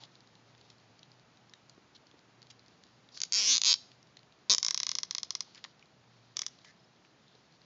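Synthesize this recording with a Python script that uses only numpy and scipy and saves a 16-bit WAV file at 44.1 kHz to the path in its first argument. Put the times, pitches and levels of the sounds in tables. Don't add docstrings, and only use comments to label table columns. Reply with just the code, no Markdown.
import sys
import numpy as np
from scipy import signal
from scipy.fft import rfft, irfft
from scipy.io import wavfile
from scipy.ndimage import uniform_filter1d

SR = 44100
rng = np.random.default_rng(int(sys.argv[2]) if len(sys.argv) > 2 else 0)


def rack_gain(trim_db):
    fader = np.asarray(trim_db, float)
    return 10 ** (fader / 20)


def store_wav(level_fs):
    pcm = np.round(np.clip(np.atleast_2d(level_fs), -1, 1) * 32767)
    wavfile.write(sys.argv[1], SR, pcm.T.astype(np.int16))


N = 337365


def unit(x):
    return x / np.sqrt(np.mean(x ** 2))


def shape(points, size):
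    hz, db = np.transpose(points)
    bins_hz = np.fft.rfftfreq(size, 1 / SR)
    return rack_gain(np.interp(np.log(bins_hz + 1), np.log(hz), db))


def band(x, hz, width_hz):
    return signal.lfilter(*signal.iirpeak(hz, hz / width_hz, fs=SR), x, axis=-1)


def ring(t, hz, t60):
    t = np.clip(t, 0, 1)
    return rack_gain(-60 * t / t60) * np.sin(2 * np.pi * hz * t) * (1 - np.exp(-t / .0008))


def walk(rate_hz):
    hold = int(SR / rate_hz)
    return uniform_filter1d(np.repeat(rng.standard_normal(N // hold + 1), hold), hold)[:N]


def along(table, times):
    s, *columns = np.transpose(table)
    return np.array([np.interp(times, s, c) for c in columns])[:, :, None]


def add(out, s, sound):
    i = int(s * SR)
    out[i:i + len(sound)] += sound[:N - i]


# frequency_hz, density_db
AIR_SPECTRUM = [(15, -47), (25, -36.5), (64, -11), (103, -5.5), (133, 2), (523, -7), (728, -6.5),
                (1010, -9), (1250, -9.5), (2600, -14.5), (4470, -18), (7000, -22), (9100, -56),
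                (15400, -120)]
# time_s, level_db
AIR_LEVEL = [
    (0.0, -64),
    (7.65, -65.5),
]


def air():
    hiss = unit(irfft(rfft(rng.standard_normal(N)) * shape(AIR_SPECTRUM, N), N))
    return rack_gain(np.interp(np.arange(N) / SR, *np.transpose(AIR_LEVEL))) * hiss


# middle_s, half_length_s, rise_db
HUM_LOADS = [
    (0, 0.091, 12),
    (0.846, 0.79, 12.5),
    (2.503, 0.21, 13.5),
    (2.945, 0.23, 8.5),
    (3.949, 0.32, 9),
    (6.163, 0.23, 15),
]


def hum():
    t = np.arange(N) / SR
    hum_hz, wander_hz = 118, 5
    level_db, flutter_db = -83, 1.5
    tone = np.sqrt(2) * np.sin(2 * np.pi * np.cumsum(hum_hz + wander_hz * walk(12)) / SR)
    load_db = sum(db * np.exp(-((t - s) / half) ** 4) for s, half, db in HUM_LOADS)
    return rack_gain(level_db + load_db + flutter_db * walk(9.3)) * tone


# delay_ms, level_db
WALLS = [
    (3.7, -21),
    (12.4, -27),
    (15.5, -26.5),
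    (19.5, -31),
]


def shed(x, size=16384):
    t = np.arange(size) / SR
    wash_db, t60_s = -24.5, 0.45
    envelope = rack_gain(wash_db - 60 * t / t60_s) * (1 - np.exp(-t / 0.0017)) / 30
    for ms, db in WALLS:
        late = t - ms / 1000
        envelope = envelope + rack_gain(db) * (late > 0) * np.exp(-np.abs(late) / 0.0026) / 6
    return signal.fftconvolve(x, band(envelope * rng.standard_normal(size), 3300, 7700))[:N]


# time_s, level_db
RUB = [(0, -72), (.34, -74), (.7, -71.5), (1.0, -74.5), (2.26, -78), (2.66, -74), (3.14, -75.5),
       (3.19, -61.5), (3.85, -72.5), (4.29, -78.5), (4.48, -73), (5.5, -65.5), (5.63, -67.5), (5.79, -78),
       (6.35, -74), (6.54, -66.5), (6.8, -76.5), (7.65, -72.5)]


def rub():
    grit = rng.standard_normal(N) * rack_gain(2.5 * rng.exponential(size=N) + 2.0 * walk(40))
    hiss = unit(band(band(grit, 4500, 1900), 3300, 3100))
    return hiss * rack_gain(np.interp(np.arange(N) / SR, *np.transpose(RUB)))


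# start_s, length_s, pitch_hz, width_hz, level_db
SCRAPES = [(0.0, .06, 3800, 2500, -59.0), (0.0, .05, 850, 300, -65.0), (1.947, .022, 4000, 2000, -57.0),
           (2.5, .016, 4200, 4000, -51.0), (3.115, .05, 4800, 1500, -61.0), (3.14, .055, 4800, 2200, -54.0),
           (3.168, .014, 1800, 1800, -59.0), (5.47, .018, 850, 400, -64.0), (5.547, .05, 1800, 1800, -63.0),
           (5.573, .012, 3500, 2500, -57.0), (5.64, .012, 3600, 3000, -47.0),
           (6.36, .008, 4000, 3000, -57.0), (6.643, .075, 4800, 3000, -66.0),
           (6.644, .012, 5000, 4000, -58.0), (6.646, .072, 1850, 420, -63.0),
           (7.26, .11, 3700, 1400, -71.0)]


def scrapes():
    out = np.zeros(N)
    for s, length, hz, width_hz, db in SCRAPES:
        grit = rng.standard_normal(6000) * rack_gain(1.5 * rng.exponential(size=6000))
        grit = unit(band(band(grit, hz, 1.1 * width_hz), hz, 1.1 * width_hz))
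        grit = grit[-int(length * SR):]
        add(out, s, rack_gain(db) * grit * signal.windows.tukey(len(grit), .25))
    return out


# start_s, length_s, pitch_hz, level_db
SQUEAKS = [
    (5.657, .009, 1080, -57.0),
    (6.455, .012, 5200, -64.0),
    (6.793, .016, 5150, -68.0),
    (6.835, .02, 5150, -67.0),
]


def squeaks():
    out = np.zeros(N)
    for s, length, hz, db in SQUEAKS:
        t = np.arange(int(length * SR)) / SR
        add(out, s, rack_gain(db) * np.sqrt(2) * np.sin(2 * np.pi * hz * t) * np.hanning(len(t)))
    return out


# start_s, peak_db, pitch_hz
TICKS = [(0.0369, -37, 3900), (.154, -48, 4000), (.2057, -48.5, 4600), (.2734, -55, 4060),
         (0.3536, -51.5, 3730), (.5496, -53, 3500), (0.6122, -50.5, 4100), (.7017, -42.5, 3820),
         (.992, -47, 4600), (1.0306, -44, 3700), (1.1172, -49.5, 4550), (1.1964, -54.5, 4200),
         (1.496, -49.5, 4700), (1.5365, -40.5, 3770), (1.696, -42.5, 5030), (2.069, -50.5, 4200),
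         (2.113, -54, 3380), (2.1915, -53, 4600), (2.4188, -47, 4450), (2.428, -46.5, 4500),
         (2.4694, -51.5, 4030), (2.5025, -50, 4030), (2.594, -50, 4170), (2.682, -53.5, 4550),
         (2.8372, -45.5, 4480), (2.8673, -54, 3930), (3.0887, -50, 3860), (3.149, -54, 4660),
         (3.1739, -34.5, 4500)]
# start_s, peak_db, pitch_hz
REGRIPS = [(3.917, -46.5, 3560), (4.0282, -49.5, 4960), (4.1696, -42.5, 3800), (4.192, -51, 4200),
           (4.231, -52, 3980), (4.323, -54, 3880), (5.548, -42, 4570), (5.556, -46, 4900),
           (5.5778, -44.5, 3720), (5.641, -32, 3960), (5.648, -39, 1810), (5.794, -55, 3940),
           (5.826, -49.5, 2500), (6.432, -43.5, 2180), (6.588, -48.5, 4400), (6.6475, -46.5, 2270),
           (7.049, -53, 2520), (7.281, -56, 3930), (7.3516, -53.5, 4100), (7.617, -52.5, 3830)]
BRUSHES = [.5788, .651, .7825, .8004, 1.3713, 1.7484, 2.6618, 4.071, 5.5083, 5.8571, 7.5245]
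# start_s, peak_db, pitch_hz, length_ms
BUMPS = [
    (1.777, -52.5, 358, 4.1),
    (2.035, -59, 573, 9),
    (2.14, -57, 282, 6.9),
    (7.352, -57, 416, 8.2),
]


def taps():
    out, t = np.zeros(N), np.arange(1500) / SR
    brushes = [(s, -56, 4100 * rack_gain(0.56 * rng.standard_normal())) for s in BRUSHES]
    ticks = [(*row, 2.6 * rack_gain(1.8 * rng.standard_normal())) for row in TICKS + brushes + REGRIPS]
    skirt_db, edge_db = -7, -11.5
    for s, db, hz, ms in ticks + BUMPS:
        burst = rng.standard_normal(len(t)) * np.exp(-1000 * t / np.clip(0.53 * ms, .1, 9))
        tap = band(burst, hz, 0.16 * hz)
        tap = tap + rack_gain(skirt_db) * band(burst, hz / 2, hz / 2)
        tap = band(tap + rack_gain(edge_db) * burst, hz, 0.72 * hz)
        add(out, s, rack_gain(db + 3.5) * tap / np.abs(tap).max())
    return out


# time_s, teeth_passed
ZIPS = [
    [(3.333, 0), (3.3466, 2), (3.3755, 8), (3.4055, 15), (3.4436, 23), (3.4711, 29), (3.4876, 33),
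     (3.5301, 45), (3.5459, 49)],
    [(3.6472, 0), (3.6551, 1), (3.6662, 3), (3.6754, 5), (3.6908, 9), (3.702, 12), (3.7107, 14),
     (3.7211, 16), (3.7285, 17)],
    [(4.4976, 0), (4.5215, 5), (4.5282, 6), (4.5363, 7), (4.5476, 8)],
]
STALLS = [3.2033, 3.2167, 3.2352, 3.3232, 3.5506, 3.5553, 3.5622, 3.5693, 3.5799, 3.6167, 3.6361, 3.7399]
CREEP = [4.5825, 4.6291, 4.6481, 4.6645, 4.6836, 4.7085, 4.7451, 4.776, 4.8015, 4.832, 4.8672, 4.8918,
         4.916, 4.9526, 4.9858, 5.0325, 5.1097, 5.1496, 5.1825, 5.2318, 5.3062, 5.3516, 5.4064, 6.3688,
         6.3919, 6.4183, 6.4646]
# time_s, snap_peak_db
FORCE = [(3.203, -25.6), (3.217, -17.1), (3.235, -15.1), (3.323, -13.5), (3.375, -14.9), (3.42, -17),
         (3.48, -14), (3.57, -11.2), (3.7, -10.2), (3.74, -7.4), (4.535, -7.8), (4.63, -11.3),
         (4.83, -12.5), (5.23, -17), (5.31, -16), (6.37, -16.6), (6.465, -18)]


def teeth():
    zips = []
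    for points in ZIPS:
        s, passed = np.transpose(points)
        zips.append(np.interp(np.arange(passed[-1] + 1), passed, s))
    times = np.sort(np.concatenate(zips + [STALLS, CREEP]))
    quick = np.gradient(times) < .006
    jitter_s = .0002 * rng.standard_normal(len(times)) * quick
    peaks = np.interp(times, *np.transpose(FORCE)) + .5 * rng.standard_normal(len(times))
    return times + jitter_s, peaks


# time_s, finger_ms, finger_share, palm_ms, palm_share
HANDS = [(3.22, .6, 1.0, .46, 1.2), (3.34, .6, .8, .44, 1.4), (3.42, 0.48, .6, .38, 1.2),
         (3.46, .515, .6, 0.39, 1.1), (3.49, .485, .9, .35, 1.26), (3.55, .46, .7, 0.28, .3),
         (3.64, .44, .6, .3, .4), (3.74, .42, .4, 0.23, .4), (4.5, 0.45, .6, 0.2, .4),
         (4.54, .58, .4, .14, .6), (4.65, .56, .4, 0.16, .6), (4.8, .54, 0.098, .18, 0.35),
         (5.15, 0.37, -0.26, 0.19, .6), (5.41, .36, .2, 0.18, .5), (6.36, 0.42, -.4, .12, .8)]


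def bounces(times, turn):
    finger_ms, finger_share, palm_ms, palm_share = along(HANDS, times)
    chassis_ms = 1.55 - 0.005 * np.arange(len(times))[:, None]
    paths = 1 + finger_share * np.exp(turn * finger_ms / 1000)
    paths = paths + palm_share * np.exp(turn * palm_ms / 1000)
    return paths + 0.1 * np.exp(turn * chassis_ms / 1000)


def clutter(count, t):
    level_db, decay_s, cutoff_hz = -4.5, 0.0021, 4500
    angle = 0.0941 * np.arange(count)[:, None]
    a, b = rng.standard_normal((2, len(t)))
    parts = np.cos(angle) * a + np.sin(angle) * b + .45 * rng.standard_normal((count, len(t)))
    parts = parts * np.clip(t / .001 - .5, 0, 1) * np.exp(-(t / decay_s) ** 2) * rack_gain(level_db) / 4
    return signal.lfilter(*signal.butter(1, cutoff_hz, fs=SR), parts)


# pitch_hz, t60_s, level_db, late_ms
CHASSIS = [
    (1070, .012, 2.0, 1.2),
    (1300, .011, -5.0, .82),
    (620, .012, -18.0, .4),
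]
# pitch_hz, t60_s, level_db, late_ms
TOWER = [
    (1753, 0.0063, -0.1, 0.69),
    (2068, 0.0082, 3.5, 0.643),
    (2500, 0.009, -5, 0.696),
]
# time_s, chassis_db, tower_db, strap_hz, strap_db
GRIP = [
    (3.2, -39, -19.5, 700, -58.5),
    (3.4, -39, -27, 680, -14),
    (3.52, -35.5, -32, 270, -27.5),
    (3.6, -31, -45.5, 220, -36.5),
    (3.74, -30.5, -36, 500, -37),
    (4.49, -27, -33.5, 760, -12.5),
    (4.56, -28, -35, 500, -17.5),
    (4.7, -26.5, -22, 450, -50),
    (6.47, -27.5, -22, 450, -56),
]


def truck(times, t):
    seating_db, rattle_db, slack_ms = rng.standard_normal((3, len(times), 1)) * [[[1.5]], [[2.5]], [[.06]]]
    chassis_db, tower_db, strap_hz, strap_db = along(GRIP, times)

    def modes(table):
        return sum(rack_gain(db) * ring(t - (ms + slack_ms) / 1000, hz, t60) for hz, t60, db, ms in table)

    thump = rack_gain(chassis_db + seating_db) * modes(CHASSIS)
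    rattle = rack_gain(tower_db + rattle_db) * modes(TOWER)
    strap = rack_gain(strap_db) * ring(t, strap_hz, 1.8 / strap_hz)
    return thump + rattle + strap


# frequency_hz, density_db
SNAP = [(150, -66.5), (750, -40), (1200, -23.5), (2000, -16), (2800, -7), (3500, 1.5), (4500, 1),
        (5500, 3.5), (6500, -1), (7200, -9), (7800, -8.5), (9000, -19)]


def ratchet(size=2048):
    times, peaks = teeth()
    t = np.arange(size) / SR
    turn = -2j * np.pi * np.fft.rfftfreq(size, 1 / SR)
    lead = .001
    paths = bounces(times, turn) + rfft(clutter(len(times), t))
    snaps = irfft(paths * shape(SNAP, size) * np.exp(turn * lead), size)
    snaps = snaps / np.abs(signal.hilbert(snaps)).max(axis=1, keepdims=True)
    snaps = snaps + truck(times, t - lead)
    out = np.zeros(N)
    for s, db, snap in zip(times, peaks, snaps):
        add(out, s - lead + .0002, rack_gain(db + 3.0) * snap)
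    return out


def scene():
    near = rub() + scrapes() + squeaks() + taps() + ratchet()
    near = signal.sosfilt(signal.butter(2, 120, "high", fs=SR, output="sos"), near)
    sway = 2 * np.pi * 1.5 * np.arange(N) / SR
    room = shed(near * np.cos(sway)) + shed(near * np.sin(sway))
    return (near + room + air() + hum())[None]


def low_pass(x):
    return signal.sosfilt(signal.butter(12, 8250, fs=SR, output="sos"), x)


# frequency_hz, gain_db
MIC = [
    (6900, 0.0),
    (7250, -4.0),
    (7500, -18.0),
    (8200, -29.0),
    (8500, -80),
]


def record(dry):
    cut = irfft(rfft(dry) * shape(MIC, N), N)
    mix = cut + rack_gain(-100.5) * rng.standard_normal(dry.shape)
    return low_pass(mix)


dry = scene()
out = record(dry)
store_wav(out)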